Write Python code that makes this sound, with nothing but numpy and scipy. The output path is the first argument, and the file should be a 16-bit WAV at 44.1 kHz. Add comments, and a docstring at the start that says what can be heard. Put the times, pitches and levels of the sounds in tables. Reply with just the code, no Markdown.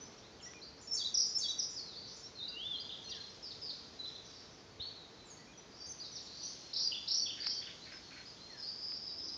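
"""A wooded hillside in the morning, with small birds singing over one another, near and far.
Each note is a gliding whistle or a buzz, scattered by trunks and leaves into a grainy tail.
Under them lie the shaped-noise hush of the valley, a faint drone and the wash of distant birds.
A larger bird scolds in pairs of pulsed-noise rasps; close by come three ticks and a low rustle.
A decaying low sine makes a soft bump on the microphone."""
import sys
import numpy as np
from scipy import signal
from scipy.fft import rfft, irfft, next_fast_len
from scipy.io import wavfile

SR = 44100
rng = np.random.default_rng(int(sys.argv[2]) if len(sys.argv) > 2 else 0)


def transcribe(signal):
    """Save signal, clipped to [-1, 1], as a 16-bit WAV file at the path in sys.argv[1]."""
    frames = np.atleast_2d(signal).T
    limited = np.clip(frames, -1, 1)
    pcm = np.round(limited * 32767).astype(np.int16)
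    wavfile.write(sys.argv[1], SR, pcm)


N = 413216
TIME = np.arange(N) / SR


def from_db(db):
    """Decibels to amplitude gain."""
    return 10 ** (np.asarray(db) / 20)


def rms_one(x):
    """Scale to an rms of 1."""
    return x / np.sqrt(np.mean(x ** 2) + 1e-20)


def level(rows):
    """Gain over time, straight in dB between rows of time in seconds and level in dB."""
    return from_db(np.interp(TIME, *np.transpose(rows)))


def band(x, low_hz, high_hz, order=2):
    """Butterworth band-pass."""
    return signal.sosfilt(signal.butter(order, [low_hz, high_hz], "band", fs=SR, output="sos"), x)


def wander(size, rate):
    """Random drift about zero: straight lines between normal draws, `rate` draws a second."""
    steps = np.arange(size) * rate / SR
    return np.interp(steps, np.arange(4096), rng.standard_normal(4096))


def coloured(spectrum):
    """Noise of rms 1, shaped by rows of frequency in Hz and relative density in dB."""
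    hz, db = np.transpose(spectrum)
    size = next_fast_len(N)
    bins = np.maximum(np.fft.rfftfreq(size, 1 / SR), 1)
    gain = from_db(np.interp(np.log(bins), np.log(hz), db))
    white = rfft(rng.standard_normal(size))
    return rms_one(irfft(white * gain, size)[:N])


def add(track, s, sound):
    """Mix a sound in at time s, cut off at the end of the track."""
    start = max(0, round(s * SR))
    part = sound[:max(0, N - start)]
    track[start:start + len(part)] += part


def woodland(x, t60, early_t60, late_db, onset_s=0.0051):
    """Near trunks throw back separate echoes; the leafy slope adds a dense tail at late_db beside them."""
    t = np.arange(SR) / SR
    hits = rng.standard_normal(SR) * (rng.random(SR) < 350 / SR)   # about 350 echoes a second
    trunks = hits * from_db(-60 * t / early_t60)
    leaves = rng.standard_normal(SR) * from_db(-60 * t / t60)
    onset = 1 - np.exp(-(t / onset_s) ** 2)
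    response = rms_one(trunks * onset) + from_db(late_db) * rms_one(leaves * onset)
    unit_energy = rms_one(response) / np.sqrt(SR)
    return signal.fftconvolve(x, unit_energy)[:N]


def syrinx(pitch, waver, flutter_db, taper):
    """One note of rms 1: a nearly pure tone, a little unsteady in pitch and strength."""
    size = len(pitch)
    phase = 2 * np.pi * np.cumsum(pitch * (1 + waver * wander(size, 300.7))) / SR
    edges = signal.windows.tukey(size, np.clip(taper, .1, 1))
    swell = edges * from_db(flutter_db * wander(size, 120))
    return rms_one(swell * np.sin(phase))


def whistler(notes, waver, flutter_db, taper, rise_db, octave_db, bounce_db, echo_db, t60, early_t60, late_db):
    """Glides a smooth curve through each note's pitches; strength shifts by rise_db in all and octave_db an octave.

    Each note: start in seconds, length in seconds, level in dB, echo in dB, then pitches in Hz at even steps.
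    """
    direct, scattered = np.zeros(N), np.zeros(N)
    for s, length, db, wet_db, *pitches in notes:
        along = np.linspace(0, 1, round(length * SR))
        glide = np.polyfit(np.linspace(0, 1, len(pitches)), pitches, len(pitches) - 1)
        pitch = np.polyval(glide, along)
        effort = from_db(rise_db * along + octave_db * np.log2(pitch / pitch.mean()))
        note = from_db(db) * rms_one(effort * syrinx(pitch, waver, flutter_db, taper))
        add(direct, s, note)
        # branches round the perch return the note within milliseconds, so fast sweeps beat against themselves
        for lag in rng.uniform(.002, 0.013, size=2):
            add(direct, s + lag, note * from_db(wet_db + bounce_db))
        add(scattered, s, note * from_db(wet_db + echo_db))
    return direct + woodland(scattered, t60, early_t60, late_db)


def valley():
    """Shaped noise for the low hush and for distant birds blurred into a wash; a narrow noise band for the drone."""
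    # Each row: frequency in Hz, relative density in dB.
    hush_spectrum = [(15, -41.5), (25, -10), (76, 0.5), (289, -0.5), (452, -2.5), (549, -4), (2600, -14),
                     (3380, -36.5), (5720, -120)]
    wash_spectrum = [(1500, -16.5), (2400, -6), (3100, 4), (4100, 5.5), (5200, 5), (6300, 2), (7200, -7)]
    # Each row: time in seconds, level in dB; hush and wash are trimmed below.
    hush_course = [(0, -58), (.6, -60), (4, -59.5), (9.37, -60.5)]
    wash_course = [(0, -69), (.85, -72.5), (1.4, -69), (2.5, -70.5), (3.1, -67), (4.3, -68.5), (4.7, -71),
                   (5.75, -71), (6.5, -65.5), (8.2, -66), (9.37, -70)]
    hum_course = [(0, -69.5), (5.5, -71), (7, -84)]
    hum_hz = 442.7
    hush = from_db(1.0) * level(hush_course) * coloured(hush_spectrum)
    hum = level(hum_course) * rms_one(band(rng.standard_normal(N), hum_hz - 9, hum_hz + 9))
    wash = from_db(8.0) * level(wash_course) * coloured(wash_spectrum)
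    return hush + hum + wash


def handling():
    """Filtered clicks tick close by, a fast-decaying sine bumps the microphone and a noise band rustles low."""
    # Each row: time in seconds, peak in dB.
    tick_rows = [(0.536, -39), (7.469, -28.5), (8.921, -40)]
    # Low rustle close by. Each row: time in seconds, level in dB.
    rustle_course = [(0, -99), (9.1, -95), (9.24, -58.5), (9.37, -72)]
    bump_s, bump_db, bump_hz, bump_t60_s = 4.797, -40.5, 86, 0.039
    out, t = np.zeros(N), np.arange(SR // 4) / SR
    snap = band(signal.unit_impulse(len(t)), 850, 3200)
    for s, db in tick_rows:
        add(out, s, from_db(db) * snap / np.abs(snap).max())
    add(out, bump_s, from_db(bump_db - 60 * t / bump_t60_s) * np.sin(2 * np.pi * bump_hz * t))
    return out + level(rustle_course) * rms_one(band(rng.standard_normal(N), 240, 380))


def chatter(loudest_db, centre_hz, spread_octaves, count):
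    """Birds deep in the wood slur up or down at random and are heard mostly as echo."""
    out = np.zeros(N)
    for k, (when, span, height, slope, soft) in enumerate(rng.random((count, 5))):
        along = np.linspace(-.5, .5, round((.02 + 0.044 * span) * SR))
        glide_octaves = .6 * (slope - .5) + 0.14 * np.sign(slope - .5)   # never level
        octaves = spread_octaves * (height - .5) + glide_octaves * along
        note = syrinx(centre_hz * 2 ** octaves, waver=.015, flutter_db=5.0, taper=0.46)
        s = (k + when) / count * N / SR   # one note in each equal slot
        add(out, s, from_db(loudest_db - 8.3 * soft) * note)
    return from_db(-4.5) * out + woodland(out, t60=0.25, early_t60=0.47, late_db=-5.0)


def buzzers():
    """Far birds swing their pitch about a hundred times a second; much of it arrives as echo."""
    # Each row: start in seconds, length in seconds, level in dB before the direct and echo trims,
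    # start pitch in Hz, end pitch in Hz, swing to either side in Hz, swings per second.
    buzz_rows = [(2.015, 0.11, -52.5, 4054, 4920, 420, 115), (2.05, 0.16, -55.5, 5430, 5920, 480, 146),
                 (4.247, 0.18, -56.5, 5130, 4980, 600, 82), (6.278, .16, -52, 4230, 4590, 360, 150),
                 (6.404, 0.089, -48, 4500, 4680, 340, 135), (6.336, 0.21, -51.5, 5270, 6000, 585, 88),
                 (8.564, 0.16, -43.5, 5225, 4654, 190, 146), (8.766, .195, -43, 5030, 4894, 220, 147),
                 (9.011, .14, -45, 5080, 4910, 250, 153), (9.182, 0.036, -41.5, 5170, 5020, 190, 125),
                 (9.225, 0.083, -43, 4987, 5045, 252, 127), (9.332, 0.041, -47.5, 5220, 5100, 220, 130)]
    out = np.zeros(N)
    for s, length, db, start_hz, end_hz, swing_hz, rate in buzz_rows:
        size = round(length * SR)
        cycle = 2 * np.pi * np.cumsum(rate * (1 + 0.061 * wander(size, 60))) / SR
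        pitch = np.linspace(start_hz, end_hz, size) + swing_hz * np.sin(cycle)
        pulsing = from_db(-4 * np.cos(cycle))   # each down-stroke is the loud half of a swing
        note = rms_one(pulsing * syrinx(pitch, waver=0.0091, flutter_db=3.5, taper=0.2))
        add(out, s, from_db(db) * note)
    return from_db(-5.5) * out + from_db(-2.5) * woodland(out, t60=0.72, early_t60=0.65, late_db=0.0)


def rasps():
    """A larger bird scolds in pairs of hoarse bursts: band-limited noise pulsing 330 times a second."""
    # Each row: start of a pair in seconds, level of its second burst in dB.
    rasp_pairs = [(7.365, -56.5), (7.608, -58), (7.853, -57), (8.1, -57)]
    burst_s, gap_s, first_burst_db = 0.035, .058, -2.5
    out, t = np.zeros(N), np.arange(round(burst_s * SR)) / SR
    pulses = 1 + np.cos(2 * np.pi * 330 * t)
    edges = signal.windows.tukey(len(t), .5)
    for s, db in rasp_pairs:
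        for after, gain_db in ((0, first_burst_db), (gap_s, 0)):
            air = rng.standard_normal(len(t)) * pulses * edges
            add(out, s + after, from_db(db + gain_db) * rms_one(band(air, 1450, 2640, order=3)))
    return out + woodland(out, t60=0.98, early_t60=0.31, late_db=-5.0)


def far_calls():
    """Notes of two far birds with two-note calls: one slips down very high, one whistles low and level."""
    # Thin high pairs. Each row: start in seconds, level in dB before the mix.
    slip_rows = [(.409, -61.5), (.813, -58), (1.252, -57.5), (1.698, -59), (2.16, -62), (6.22, -66.5)]
    # Low calls. Each row: start in seconds, level in dB before the note gain and the mix.
    low_calls = [(.458, -60), (5.385, -68)]
    # Notes of a low call. Each row: delay in seconds, gain in dB, pitch in Hz.
    low_call_notes = [(0, 3, 1967), (.086, 2, 2430)]
    slip_gap_s, slip_s, slip_echo_db, slip_hz = 0.032, .022, 0.5, (7380, 6900, 6080)
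    low_note_s, low_echo_db = 0.055, -7
    notes = []
    for s, db in slip_rows:
        for k in range(2):
            notes.append((s + k * slip_gap_s, slip_s, db, slip_echo_db, *slip_hz))
    for s, db in low_calls:
        for after, gain_db, hz in low_call_notes:
            notes.append((s + after, low_note_s, db + gain_db, low_echo_db, hz, hz))
    return notes


def chorus():
    """Single notes from all over the slope: each bends its kind's shape between its own two pitches."""
    # Each row: start in seconds, length in seconds, level in dB, echo in dB, first and second pitch in Hz.
    arched_chips = [(2.423, .038, -45, -5.5, 3730, 3940), (2.477, 0.03, -45.5, -9.5, 3900, 4760),
                    (2.797, 0.029, -46, -8, 4120, 4860), (3.096, 0.035, -47, -9, 4140, 4790),
                    (5.997, .033, -48, -5, 3910, 4760), (7.4, .026, -44, -0.5, 4260, 4760),
                    (7.915, .068, -55, -9, 4690, 5210), (8.247, 0.069, -56, -6, 3950, 5010)]
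    dipping_whistles = [(2.384, .062, -52, -3.5, 3860, 3670), (3.986, 0.064, -49.5, -3, 4140, 3920),
                        (5.799, 0.047, -52.5, -4.5, 4850, 4670), (5.89, .036, -47, -14, 6450, 6050),
                        (6.428, 0.04, -45.5, -12.5, 6040, 5780), (9.232, 0.032, -58, -6, 6020, 5600)]
    upward_sweeps = [(0.222, .053, -65, -8, 3430, 4170), (0.425, .057, -52, -8, 5350, 5980),
                     (0.614, 0.032, -53, -2.5, 3950, 4850), (0.922, .014, -45.5, -3, 5300, 6270),
                     (1.956, 0.036, -49, -5, 4150, 4750), (2.227, 0.05, -51, -17.5, 5290, 5590),
                     (3.09, 0.024, -52.5, -10.5, 5420, 5920), (3.145, .03, -57, -14, 5200, 5650),
                     (3.259, 0.012, -61, -11, 4700, 5940), (3.295, .013, -58, -5, 4780, 5970),
                     (4.073, .013, -57.5, -5, 5010, 5920), (4.245, .026, -61, -6, 5800, 6170),
                     (4.796, 0.037, -45, -6, 3510, 4410), (4.797, .02, -58, -2, 2850, 3430),
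                     (5.709, 0.078, -68, 4, 4400, 5720), (9.267, 0.0293, -60, -7, 5640, 6140),
                     (5.837, 0.044, -55, -6, 4700, 6600), (7.807, .052, -63.5, 5, 3860, 4670)]
    falling_slurs = [(1.759, .047, -44.5, -5.5, 5570, 4280), (3.115, .093, -65.5, -7.5, 2060, 1550),
                     (3.423, 0.067, -50.5, -3, 5600, 4410), (3.613, 0.073, -49.5, -1, 5410, 4480),
                     (4.95, 0.12, -62.5, -7, 4280, 3690), (5.247, 0.061, -65, -6, 7700, 6900),
                     (5.299, 0.0414, -57.5, -8.5, 6780, 6380), (6.025, .035, -56, 0, 4600, 3650),
                     (6.049, 0.038, -58, -4.5, 5570, 4950), (6.114, 0.043, -55.5, -3, 6210, 5590),
                     (6.739, 0.023, -59, 3.5, 4470, 3470), (8.487, .13, -66, -6.5, 2180, 1533)]
    straight_whistles = [(.006, 0.04, -54, -9.5, 5940, 6130), (0.872, .025, -48.5, -7, 5300, 5560),
                         (1.463, .03, -49.5, -5.5, 5370, 5690), (1.49, 0.029, -46.5, -10, 5900, 6130),
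                         (1.583, 0.011, -43, -2.5, 5720, 5880), (1.835, 0.12, -61, 0, 4470, 3400),
                         (2.351, 0.044, -55, -1.5, 4310, 3960), (2.46, 0.077, -64.5, -3, 2870, 2760),
                         (2.492, 0.049, -67.5, -7, 1480, 1466), (2.741, 0.028, -55, 3, 4000, 4250),
                         (3.04, 0.025, -57.5, -7, 6100, 6050), (3.041, 0.033, -54, -2.5, 4260, 4160),
                         (3.084, 0.019, -57.5, -9, 2860, 2740), (3.167, 0.066, -60.5, 1.5, 4250, 4130),
                         (4.061, 0.042, -51.5, -11, 4060, 3940), (4.824, .073, -48.5, -9, 4276, 4450),
                         (5.171, .14, -68, -10, 4020, 3980), (5.573, 0.031, -56.5, -15, 5920, 5880),
                         (5.808, .018, -56, -3, 5530, 5400), (5.986, .022, -54, -14, 5830, 5910),
                         (6.596, 0.14, -64, -4.5, 4310, 4200), (7.51, 0.015, -54, -4, 3170, 3170),
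                         (8.01, 0.22, -63, -3.5, 4420, 4200), (8.377, 0.18, -60.5, -3.5, 4065, 4320),
                         (8.623, .046, -49.5, -14, 4230, 4330), (8.94, .04, -52, -8.5, 5350, 5500),
                         (9.077, 0.039, -59, -10, 4050, 3800), (9.282, 0.018, -57, -3, 4000, 4160)]
    # Quick dropping ticks. Each row: start in seconds, level in dB, start pitch in Hz.
    drop_rows = [(.399, -61.5, 3300), (2.892, -45.5, 3654), (2.92, -47, 3870), (3.113, -46.5, 3905),
                 (3.125, -52, 3600), (3.505, -49.5, 4420), (3.693, -44, 4500), (4.044, -49, 4210),
                 (4.087, -53.5, 4130), (4.15, -51.5, 4170), (6.155, -45.5, 5690), (6.172, -51.5, 4430),
                 (6.262, -54.5, 4550), (9.195, -61.5, 4100)]
    drop_s, drop_echo_db, drop_ratio = .017, -4.5, .79
    drops = [(s, drop_s, db, drop_echo_db, hz, drop_ratio * hz) for s, db, hz in drop_rows]
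    # each shape: share of the way from the first pitch to the second, at even steps
    kinds = [((0.093, 1, 0.98, .25), arched_chips), ((0, 0.97, 1, -.2), dipping_whistles),
             ((0, .32, .72, 1), upward_sweeps), ((0, .52, .8, 1), falling_slurs),
             ((0, 1), straight_whistles), ((0, .18, .58, 1), drops)]
    notes = []
    for shape, rows in kinds:
        for *note, first_hz, second_hz in rows:
            notes.append((*note, *(first_hz + (second_hz - first_hz) * np.array(shape))))
    return notes


def swelling_whistle():
    """The one note of a long whistle that climbs, then sinks back."""
    # In order: start in seconds, length in seconds, level in dB, echo in dB, five pitches in Hz at even steps.
    long_note = (2.533, .238, -44, -10, 2810, 3005, 3465, 3510, 3100)
    return [long_note]


def trills():
    """Notes of each run, on its own beat: four climbing arches, a held note, three low drops."""
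    # Each row: start in seconds, beat in seconds, base level of the arches in dB before the mix,
    # base top of the first arch in Hz, level of the held note in dB before the mix, its middle pitch in Hz.
    trill_rows = [(6.73, 0.03, -37, 5400, -37.5, 4800), (7.074, 0.031, -36.5, 5420, -38, 4590),
                  (7.428, .0327, -41, 5400, -45.5, 4540)]
    arch_accents_db, foot_hz, arch_s, echo_db = (-3.5, -0.8, 0, -3), 3674, 0.025, -1
    top_climb_hz, foot_climb_hz = 131, 191   # from arch to arch
    uneven_db, uneven_hz = 3, 69.7   # random spread from arch to arch
    hold_beat, hold_s, ending_beat, ending_step_beats = 3.85, .034, 5.85, 1.11
    ending_accents_db, ending_s = (-6.5, -6.5, -11.5), .022
    ending_hz, ending_climb_hz = (3430, 3443, 3255, 2914, 2530), 69.4   # climb from drop to drop
    notes = []
    for s, beat, db, top_hz, hold_db, hold_hz in trill_rows:
        for k, accent_db in enumerate(arch_accents_db):
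            stray_db, stray_hz = rng.standard_normal(2) * (uneven_db, uneven_hz)
            foot = foot_hz + k * foot_climb_hz
            top = top_hz + k * top_climb_hz + stray_hz
            flank = foot + .57 * (top - foot)
            notes.append((s + k * beat, arch_s, db + accent_db + stray_db, echo_db,
                          foot, flank, top, flank, foot))
        notes.append((s + hold_beat * beat, hold_s, hold_db, echo_db, 1.02 * hold_hz, .98 * hold_hz))
        for k, accent_db in enumerate(ending_accents_db):
            drop_start = s + (ending_beat + k * ending_step_beats) * beat
            drop_hz = np.array(ending_hz) + k * ending_climb_hz
            notes.append((drop_start, ending_s, hold_db + accent_db, echo_db, *drop_hz))
    return notes


def bold_song():
    """A motif sung twice, followed first by a quickening, sinking rattle of four notes, then by two sinking notes."""
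    # Each row: delay in seconds, length in seconds, level in dB before the motif's gain, echo in dB,
    # start, middle and end pitch in Hz.
    motif_notes = [(0, .036, -35.5, -3, 5350, 5357, 5410), (0.031, .023, -41, .5, 7610, 6550, 6000),
                   (.063, 0.025, -39, 3, 4400, 4695, 4510), (0.073, .048, -43, -3, 4370, 3580, 3370),
                   (.136, .031, -36.5, -4.5, 3620, 3990, 3560)]
    # Each row: start in seconds, gain in dB.
    motif_starts = [(0.909, -1.5), (1.347, -1.5)]
    # Each row: start in seconds, level in dB, first gap in seconds, notes (rounded to a whole count).
    rattle_rows = [(1.141, -32, .03, 4.26), (1.59, -35, .026, 2)]
    # Pitches in Hz at even steps through the first note of each row above.
    rattle_hz = (5300, 5886, 5400, 4850)
    note_s, gap_ratio, sag_hz, last_db, echo_db = .0145, .86, 38, -4, 1.6   # sag from note to note
    notes = []
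    for start, gain_db in motif_starts:
        for after, length, db, *rest in motif_notes:
            notes.append((start + after, length, db + gain_db, *rest))
    for s, db, gap, count in rattle_rows:
        for k in range(round(count)):
            last = k == round(count) - 1
            notes.append((s, note_s, db + last * last_db, echo_db, *(np.array(rattle_hz) - k * sag_hz)))
            s += gap * gap_ratio ** k
    return notes


def scene():
    """Each group of singers gets its own voice and its own echoes, over the valley."""
    far = whistler(far_calls(), waver=0.012, flutter_db=0.5, taper=0.14, rise_db=-3.0, octave_db=5.0,
                   bounce_db=-14, echo_db=0.0, t60=0.28, early_t60=0.42, late_db=-3.0)
    warble = whistler(chorus(), waver=0.01, flutter_db=1.0, taper=0.23, rise_db=-0.5, octave_db=8.0,
                      bounce_db=-10.0, echo_db=6.0, t60=1.0, early_t60=0.35, late_db=-0.5)
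    whistle = whistler(swelling_whistle(), waver=0.0054, flutter_db=0.8, taper=0.086, rise_db=8.0, octave_db=6.0,
                       bounce_db=-6.5, echo_db=7.0, t60=1.0, early_t60=.3, late_db=2.0)
    trill = whistler(trills(), waver=0.018, flutter_db=5.0, taper=0.33, rise_db=-2.5, octave_db=3,
                     bounce_db=-6.5, echo_db=2.4, t60=0.64, early_t60=0.35, late_db=2.5)
    song = whistler(bold_song(), waver=0.0098, flutter_db=1.0, taper=0.15, rise_db=2.5, octave_db=-6.5,
                    bounce_db=-7.5, echo_db=0.0, t60=0.62, early_t60=0.44, late_db=1.0)
    deep_wood = chatter(loudest_db=-62, centre_hz=4500, spread_octaves=.8, count=120)
    background = valley() + handling() + deep_wood + buzzers() + rasps() + from_db(-2.5) * far
    return (background + warble + whistle + from_db(-0.76) * trill + song)[None]


def record(dry):
    """A narrow-band recorder: bass and top are cut, a faint mirror of the treble folds above the cut, and it hisses."""
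    top_hz, mirror_rate_hz, cutoff_hz = 7267, 16000, 15400
    narrow = signal.sosfilt(signal.butter(20, top_hz, fs=SR, output="sos"), dry)
    narrow = signal.sosfilt(signal.butter(4, 42, "high", fs=SR, output="sos"), narrow)
    # multiplying by a cosine flips the spectrum: f lands on the mirror rate minus f
    mirror = from_db(-23) * narrow * 2 * np.cos(2 * np.pi * mirror_rate_hz * TIME)
    mirror = signal.sosfilt(signal.ellip(10, .5, 70, 9800, fs=SR, output="sos"), mirror)
    hiss = from_db(-91.5) * rng.standard_normal(N)
    return signal.sosfilt(signal.ellip(8, .2, 70, cutoff_hz, fs=SR, output="sos"), narrow + mirror + hiss)


dry = scene()
out = record(dry)
transcribe(out)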